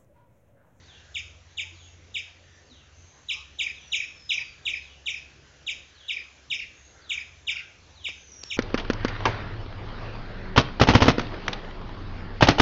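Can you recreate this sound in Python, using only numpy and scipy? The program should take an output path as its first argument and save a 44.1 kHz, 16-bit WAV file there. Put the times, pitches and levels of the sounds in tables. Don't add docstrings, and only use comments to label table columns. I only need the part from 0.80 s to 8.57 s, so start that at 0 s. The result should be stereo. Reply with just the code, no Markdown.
import sys
import numpy as np
from scipy import signal
from scipy.fft import irfft
from scipy.io import wavfile
from scipy.ndimage import uniform_filter1d

SR = 44100
rng = np.random.default_rng(int(sys.argv[2]) if len(sys.argv) > 2 else 0)


def store_wav(level_fs):
    pcm = np.round(np.clip(np.atleast_2d(level_fs), -1, 1) * 32767)
    wavfile.write(sys.argv[1], SR, pcm.T.astype(np.int16))


def amplitude_ratio(level_db):
    exponent = np.asarray(level_db, float) / 20
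    return 10 ** exponent


N = 342657

HUM_BANDS = [68.4, 87.5, 137.5]
# t/s, level/dB
HUM_LEVELS = [
    [(0.0, -65), (0.48, -56.5), (0.93, -69), (1.1, -59), (1.6, -71.5), (2.21, -60), (2.32, -81),
     (2.53, -56), (3.81, -67.5), (3.87, -55), (5.28, -67), (6.79, -58), (6.9, -79), (7.12, -58.5),
     (7.75, -62), (7.77, -66)],
    [(0.0, -54), (0.15, -67), (0.41, -51.5), (0.73, -60.5), (0.84, -52.5), (1.82, -61), (1.86, -70),
     (2.21, -55.5), (2.36, -65.5), (6.25, -73), (6.51, -57.5), (6.84, -69), (7.23, -55.5), (7.62, -79),
     (7.73, -55), (7.77, -55)],
    [(0, -69), (2.6, -73.5), (4.6, -66), (5.2, -80), (6.8, -71), (7.77, -81.5)],
]
# f/Hz, relative density/dB
AIR_SPECTRUM = [(18, -41), (32, -28), (45, -7), (80, -5), (130, -9.5), (210, -14), (470, -12), (920, -15.5),
                (1600, -12), (2300, -15.5), (3500, -18), (5100, -21), (6400, -15.5), (7500, -28)]
# t/s, relative level/dB
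AIR_SWELL = [(0, 0.15), (2.1, -1.2), (2.8, 1.2283), (5.8, 0.5), (7.77, -0.12)]
# f/Hz, correlation (1 = alike, below 0 = opposed)
AIR_LIKENESS = [(60, 0.9378), (130, 1), (290, 0.7282), (650, 0.1808), (1440, -0.43), (3200, 0.45),
                (7080, -0.016)]
# f/Hz, left minus right/dB
AIR_LEAN = [(60, 2), (200, 1), (650, 0.5), (2150, 3.5), (7080, 1.5)]
# end t/s, length/s, level/dB
SWOOPS = [(.174, .16, -54), (1.078, .17, -54.5), (2.01, .18, -54.5), (3.055, .12, -53), (4.138, .13, -52.5),
          (5.273, .14, -52), (6.35, .2, -51.5), (7.27, .19, -52)]
# t/s, length/s, centre f/Hz, width/Hz, level/dB
HOARSE_CALLS = [(0.051, 0.28, 1640, 400.1, -60), (0.898, 0.2015, 6632, 300.8, -62.5),
                (1.622, 0.1984, 1838, 250, -58.5), (2.118, 0.27, 6260, 501, -64),
                (4.601, 0.28, 1570, 357, -63), (5.096, 0.1986, 1656, 342.3, -59),
                (5.905, 0.23906, 6520, 297.4, -62.5), (6.122, 0.3, 1484, 401.5, -57.5),
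                (6.702, 0.1638, 1500, 247, -52), (2.5, 0.1356, 1160, 149.1, -56.5),
                (7.281, 0.35, 6270, 400, -61.5)]
# f/Hz, decay by 60 dB/s, relative level/dB
SCATTERING = [(1500, 0.39, -3.5), (2480, 0.51, -0.5), (3530, 0.47, 2.5), (5055, 0.4316, 3), (6561, 0.44, 7),
              (7494, 0.29, -2.5)]
# onset f/Hz, turn f/Hz, rest f/Hz, sag time/ms, rise/ms, steady/ms, hold/ms, fade/(dB per ms)
CHIRP_SHAPE = (3050, 3885, 1940, 16.66, 4.5, 3.19, 27.5, 1.6)
LOW_NOTE_SHAPE = (2750, 2600, 1540, 24, 6, 0.53, 4.5, 1.42)
# t at the end of the rise/s, peak level before the echoes/dB, pitch factor, length factor
CHIRPS = [(0.3456, -27, 0.95, 0.91), (0.773, -26, 0.95, 0.96), (1.3436, -25.5, 0.96, 0.94),
          (2.487, -23.5, 1, 0.94), (2.7883, -22, 0.97, 0.91), (3.1204, -20.5, 0.98, 0.94),
          (3.4935, -19.5, 0.99, 0.94), (3.8542, -22.5, 0.97, 0.97), (4.2601, -24, 0.96, 0.94),
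          (4.8667, -25, 0.97, 0.9809), (5.2828, -24.5, 0.968, 1), (5.7019, -23, 0.96, .99),
          (6.2949, -23.5, 0.96, 0.91), (6.6709, -22, 0.95, 0.94), (7.2426, -26.5, 0.96, 0.97),
          (7.7006, -27, 0.96893, 0.91)]
LOW_NOTES = [(2.864, -22, 0.978, 1.01), (3.199, -20.5, 1, 1.01), (3.577, -20, 0.99, 1.01),
             (3.935, -21.5, 0.99, 1.01), (4.339, -25.5, 1.01, 1.01), (5.366, -25, 0.97, 1.1),
             (6.376, -24, 0.97, 0.93)]
# f/Hz, level relative to the fundamental/dB
OVERTONE = [(4000, -46), (4600, -37), (5100, -21), (5600, -22), (6200, -21), (6700, -16), (7200, -21),
            (7700, -26)]
# left delay/ms, left level/dB, right delay/ms, right level/dB
SURFACES = [(0, 0, .437, -2.1), (.635, -10.9, 1.446, -16.8), (1.746, -2.5, 2.086, -5.4),
            (3.605, -14.9, 4.439, -13.9), (11.831, -10.6, 11.406, -17.6), (16.95, -9.5, 17.511, -12.6),
            (19.223, -13.4, 19.144, -14.8), (25.896, -2.8, 25.641, -7.4), (26.502, -9.7, 26.253, -10.8),
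            (30.573, -11.3, 30.437, -17.9), (34.694, -5.5, 33.895, -8.7), (36.094, -12, 35.958, -17.9),
            (37.676, -8.6, 37.177, -12), (9.212, -14.5, 9.535, -16.8), (27.046, -13.1, 28.929, -17.2),
            (34.014, -14.8, 31.621, -15.3), (38.367, -14, 37.834, -15.1), (44.938, -11.5, 55.051, -18.3)]
# t/s, f/Hz, level before the taper/dB
BLIPS = [(0.901, 332.7, -57.5), (1.888, 250, -56.5), (2.782, 333, -61.5), (3.855, 339, -59),
         (0.831, 871.5, -62), (2.54, 868.4, -61.5), (3.581, 933.8, -60)]
# t/s, f/Hz, level before the echoes/dB
WHISTLES = [
    [(2.96, 6150, -72), (3.04, 5920, -57), (3.2, 5520, -55), (3.37, 5270, -59), (3.45, 5140, -49),
     (3.56, 4880, -53), (3.64, 4640, -55), (3.78, 4620, -70)],
    [(7.39, 6180, -66), (7.46, 6120, -59), (7.495, 5890, -52), (7.55, 5690, -50), (7.65, 5490, -48),
     (7.75, 5350, -44), (7.77, 5330, -50)],
]
# t/s, level at the start/dB
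THUDS = [(7.285, -41), (4.384, -62)]
ANSWER_SHAPE = (3000, 2780, 1800, 11, 4, 3.5, 11, 1.6)
# t at the end of the rise/s, level before the echoes/dB
ANSWERS = [(5.791, -33.5), (6.759, -33)]
# f/Hz, bandwidth/Hz, relative level/dB
SNAP_RESONANCES = [(499, 197.3, -16.5), (1500, 840, -28), (2850, 700, 0.5), (4743.3, 980, 6),
                   (6375, 500, -20)]
# t/s, level/dB, tilt/(dB per octave), contact/ms
SNAPS = [(7.6332, -35, -.4, 1.5), (7.6368, -23.5, 1.2, .3), (7.506, -55, -0.5, .3)]


def evened(x):
    return x / np.sqrt(np.mean(x ** 2) + 1e-20)


def read(points, hz):
    f, value = np.transpose(points)
    return np.interp(np.log(hz + 1), np.log(f + 1), value)


def add(mix, s, sound):
    skip = max(-round(s * SR), 0)
    start = max(round(s * SR), 0)
    part = mix[..., start:][..., :sound.shape[-1] - skip]
    part += sound[..., skip:skip + part.shape[-1]]


def band(x, hz, width):
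    sos = signal.butter(2, [hz - width / 2, hz + width / 2], "bandpass", fs=SR, output="sos")
    return signal.sosfilt(sos, x)


def tone(s, hz, db, waver_db=0.):
    t = np.arange(s[0], s[-1], 1 / SR)
    phase = 2 * np.pi * (np.cumsum(np.interp(t, s, hz)) / SR + rng.random())
    waver = uniform_filter1d(rng.standard_normal(len(t)), size=300)
    waver = evened(uniform_filter1d(waver, size=300))
    level_db = np.interp(t, s, db) + waver_db * waver
    return np.sqrt(2) * amplitude_ratio(level_db) * np.sin(phase)


def softened(sound):
    return sound * signal.windows.tukey(len(sound), .3)


def echoes(x, taps, gain_db_per_ms=0.):
    ms, db = np.transpose(taps)
    hz = np.fft.rfftfreq(4096, 1 / SR)
    lead = 64
    turns = np.exp(-2j * np.pi * hz[:, None] * (ms / 1000 + lead / SR))
    paths = irfft((amplitude_ratio(db + gain_db_per_ms * ms) * turns).sum(axis=1))
    return signal.oaconvolve(x, paths)[lead:N + lead]


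def tail(x, start_s, rise_s):
    t = np.arange(SR // 2) / SR
    signs = rng.choice([-1., 1.], (len(t), 2)).T
    present = rng.random((len(t), 2)).T < .04
    taps = signs * present * np.clip((t - start_s) / rise_s, 0, 1)
    hz, s, z = signal.stft(taps, SR, nperseg=256)
    f, t60, db = np.transpose(SCATTERING)
    decay_db = np.interp(hz, f, db)[:, None] - 60 * s / np.interp(hz, f, t60)[:, None]
    ring = signal.istft(z * amplitude_ratio(decay_db), SR, nperseg=256)[1]
    ring = ring / np.linalg.norm(ring, axis=1)[:, None]
    return signal.oaconvolve(x[None], ring, axes=1)[:, :N]


def note(onset_hz, turn_hz, rest_hz, sag_ms, rise_ms, steady_ms, hold_ms, fade_db_per_ms):
    onset_db, swell_db, fade_db = -29, 2.2, 17.5
    close_ms, close_db = 3.4, -11
    droop_hz_per_ms = 15.4
    end_ms = hold_ms + fade_db / fade_db_per_ms
    ms = np.linspace(-rise_ms, end_ms + close_ms, num=80)
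    rising = turn_hz + (turn_hz - onset_hz) * ms / rise_ms
    sagging = rest_hz + (turn_hz - rest_hz) * np.exp(-np.maximum(ms - steady_ms, 0) / sag_ms)
    hz = np.where(ms < 0, rising, sagging)
    hz = hz - droop_hz_per_ms * np.maximum(ms - hold_ms, 0)
    corners_ms = [-rise_ms, 0, hold_ms / 2, hold_ms, end_ms, ms[-1]]
    corners_db = [onset_db, -swell_db, 0, 0, -fade_db, close_db - fade_db]
    return ms, hz, np.interp(ms, corners_ms, corners_db)


def hum():
    out = np.zeros(N)
    for hz, rows in zip(HUM_BANDS, HUM_LEVELS):
        s, db = np.transpose(rows)
        add(out, 0, tone(s, hz + 0 * s, db, waver_db=2.0))
    return out * amplitude_ratio([[.3], [-.3]])


def air():
    level_db, patch_db = -54, 2.2
    frames, hz = N // 512 + 5, np.fft.rfftfreq(2048, 1 / SR)
    a, b, c, d, patches = rng.standard_normal((frames, 1025, 5)).T
    patches = uniform_filter1d(patches, size=20, axis=0)
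    patches = evened(uniform_filter1d(patches, size=8, axis=1))
    s, swell_db = np.transpose(AIR_SWELL)
    swell_db = np.interp(np.arange(frames) * 512 / SR, s, swell_db)
    same = np.clip(read(AIR_LIKENESS, hz), -1, 1)[:, None]
    left = a + 1j * b
    right = same * left + np.sqrt(1 - same ** 2) * (c + 1j * d)
    lean = read(AIR_LEAN, hz)[:, None] / 2
    shape_db = read(AIR_SPECTRUM, hz)[:, None] + patch_db * patches + swell_db
    z = np.array([left, right]) * amplitude_ratio(shape_db + np.array([lean, -lean]))
    noise = signal.istft(z, nperseg=2048, noverlap=1536)[1][:, :N]
    return amplitude_ratio(level_db) * evened(noise)


def far_birds():
    end_hz, octaves_per_s = 2500, 6.9
    swell_db_per_s, full_s = 260, .075
    voice = np.zeros(N)
    for end, length, level_db in SWOOPS:
        before = np.linspace(-length, 0, num=30)
        hz = end_hz * 2 ** (-octaves_per_s * before)
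        db = level_db - swell_db_per_s * np.maximum(-before - full_s, 0)
        add(voice, end - length, softened(tone(before, hz, db, waver_db=3.0)))
    for s, length, hz, width, db in HOARSE_CALLS:
        breath = evened(band(rng.standard_normal(SR // 2), hz, width))[:round(length * SR)]
        add(voice, s, amplitude_ratio(db) * softened(breath))
    direct = amplitude_ratio([[1.5], [-1.5]]) * np.array([voice, np.roll(voice, 9)])
    return direct + amplitude_ratio(-4) * tail(voice, 0.0037, 0.026)


def near_bird():
    voice, overtone = np.zeros((2, N))
    for shape, calls in ((CHIRP_SHAPE, CHIRPS), (LOW_NOTE_SHAPE, LOW_NOTES)):
        ms, hz, db = note(*shape)
        for s, level_db, pitch, length in calls:
            at = s + length * ms / 1000
            add(voice, at[0], tone(at, pitch * hz, db + level_db) / np.sqrt(2))
            second_hz = 2 * pitch * hz
            second_db = db + level_db + read(OVERTONE, second_hz)
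            add(overtone, at[0], tone(at, second_hz, second_db, waver_db=3.4) / np.sqrt(2))
    paths = np.array(SURFACES)
    walls = [echoes(voice, taps) + echoes(overtone, taps, gain_db_per_ms=.2)
             for taps in (paths[:, :2], paths[:, 2:])]
    scattered = tail(voice + amplitude_ratio(8.5) * overtone, start_s=.012, rise_s=.04)
    return np.array(walls) + amplitude_ratio([[-9], [-11.5]]) * scattered


def blips():
    length_s = 0.073
    out = np.zeros(N)
    for s, hz, db in BLIPS:
        blip = tone([0, length_s], [hz, hz], [db, db])
        add(out, s, blip * np.hanning(len(blip)))
    return out


def whistler():
    voice = np.zeros(N)
    for rows in WHISTLES:
        add(voice, rows[0][0], tone(*np.transpose(rows), waver_db=1.5))
    left = echoes(voice, [(0, 0.0), (4, -6), (45, -7.5), (86, -14)])
    right = echoes(voice, [(.3, -6.5), (5, -9.5), (46, -9), (87, -11.5)])
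    return np.array([left, right]) + amplitude_ratio(-4.5) * tail(voice, .005, 0.024)


def thuds():
    low_hz, high_hz, t60_s = 130, 1200, .07
    out, t = np.zeros((2, N)), np.arange(4000) / SR
    dull = signal.butter(1, [low_hz, high_hz], "bandpass", fs=SR)
    for s, db in THUDS:
        puff = evened(signal.lfilter(*dull, rng.standard_normal(4000)))
        add(out, s, puff * np.minimum(t / .002, 1) * amplitude_ratio(db - 60 * t / t60_s))
    return out


def answering_bird():
    voice = np.zeros(N)
    ms, hz, db = note(*ANSWER_SHAPE)
    for s, level_db in ANSWERS:
        fundamental = tone(ms / 1000, hz, db + level_db)
        second = tone(ms / 1000, 2 * hz, db + level_db - 18.5)
        add(voice, s + ms[0] / 1000, fundamental + second)
    left = echoes(voice, [(0, -1.5), (1.7, -0.5), (17, -12.5), (26, 1), (35, -1.5), (45, -3.5)])
    right = echoes(voice, [(.4, 3.0), (2.1, -11.0), (17, -10), (26, -17), (34, -13.0), (55, -19)])
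    return np.array([left, right]) + amplitude_ratio(-2) * tail(voice, 0.0024, 0.011)


def snaps():
    lean_db, rustle_db = 6, -20
    out, t = np.zeros((2, N)), np.arange(4000) / SR
    for s, db, tilt_db, contact_ms in SNAPS:
        ring = np.zeros(4000)
        for hz, width, mode_db in SNAP_RESONANCES:
            level = amplitude_ratio(mode_db + tilt_db * np.log2(hz / 500) + db)
            ring += level * np.exp(-np.pi * width * t) * np.sin(2 * np.pi * hz * t)
        push = rng.standard_normal(4000) * np.exp(-t / (contact_ms / 1000))
        ring = signal.oaconvolve(ring, push / np.linalg.norm(push))[:4000]
        ring = band(ring, 3700, 6900)
        grit_db = db + rustle_db - 200 * abs(t - .035)
        grit = band(rng.standard_normal((4000, 2)).T, 3300, 4600) * amplitude_ratio(grit_db)
        add(out, s, ring * amplitude_ratio([[lean_db / 2], [-lean_db / 2]]) + grit * np.minimum(t / .003, 1))
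    return out


def scene():
    birds = far_birds() + near_bird() + whistler() + answering_bird()
    return hum() + air() + blips() + birds + thuds() + snaps()


def band_limit(x):
    return signal.sosfilt(signal.butter(12, 7680, fs=SR, output="sos"), x)


def record(dry):
    edge_hz = 7620
    edge = signal.firwin(401, edge_hz, window=("kaiser", 9), fs=SR)
    mix = signal.oaconvolve(dry, edge[None], "same", axes=1)
    return band_limit(mix)


dry = scene()
out = record(dry)
store_wav(out)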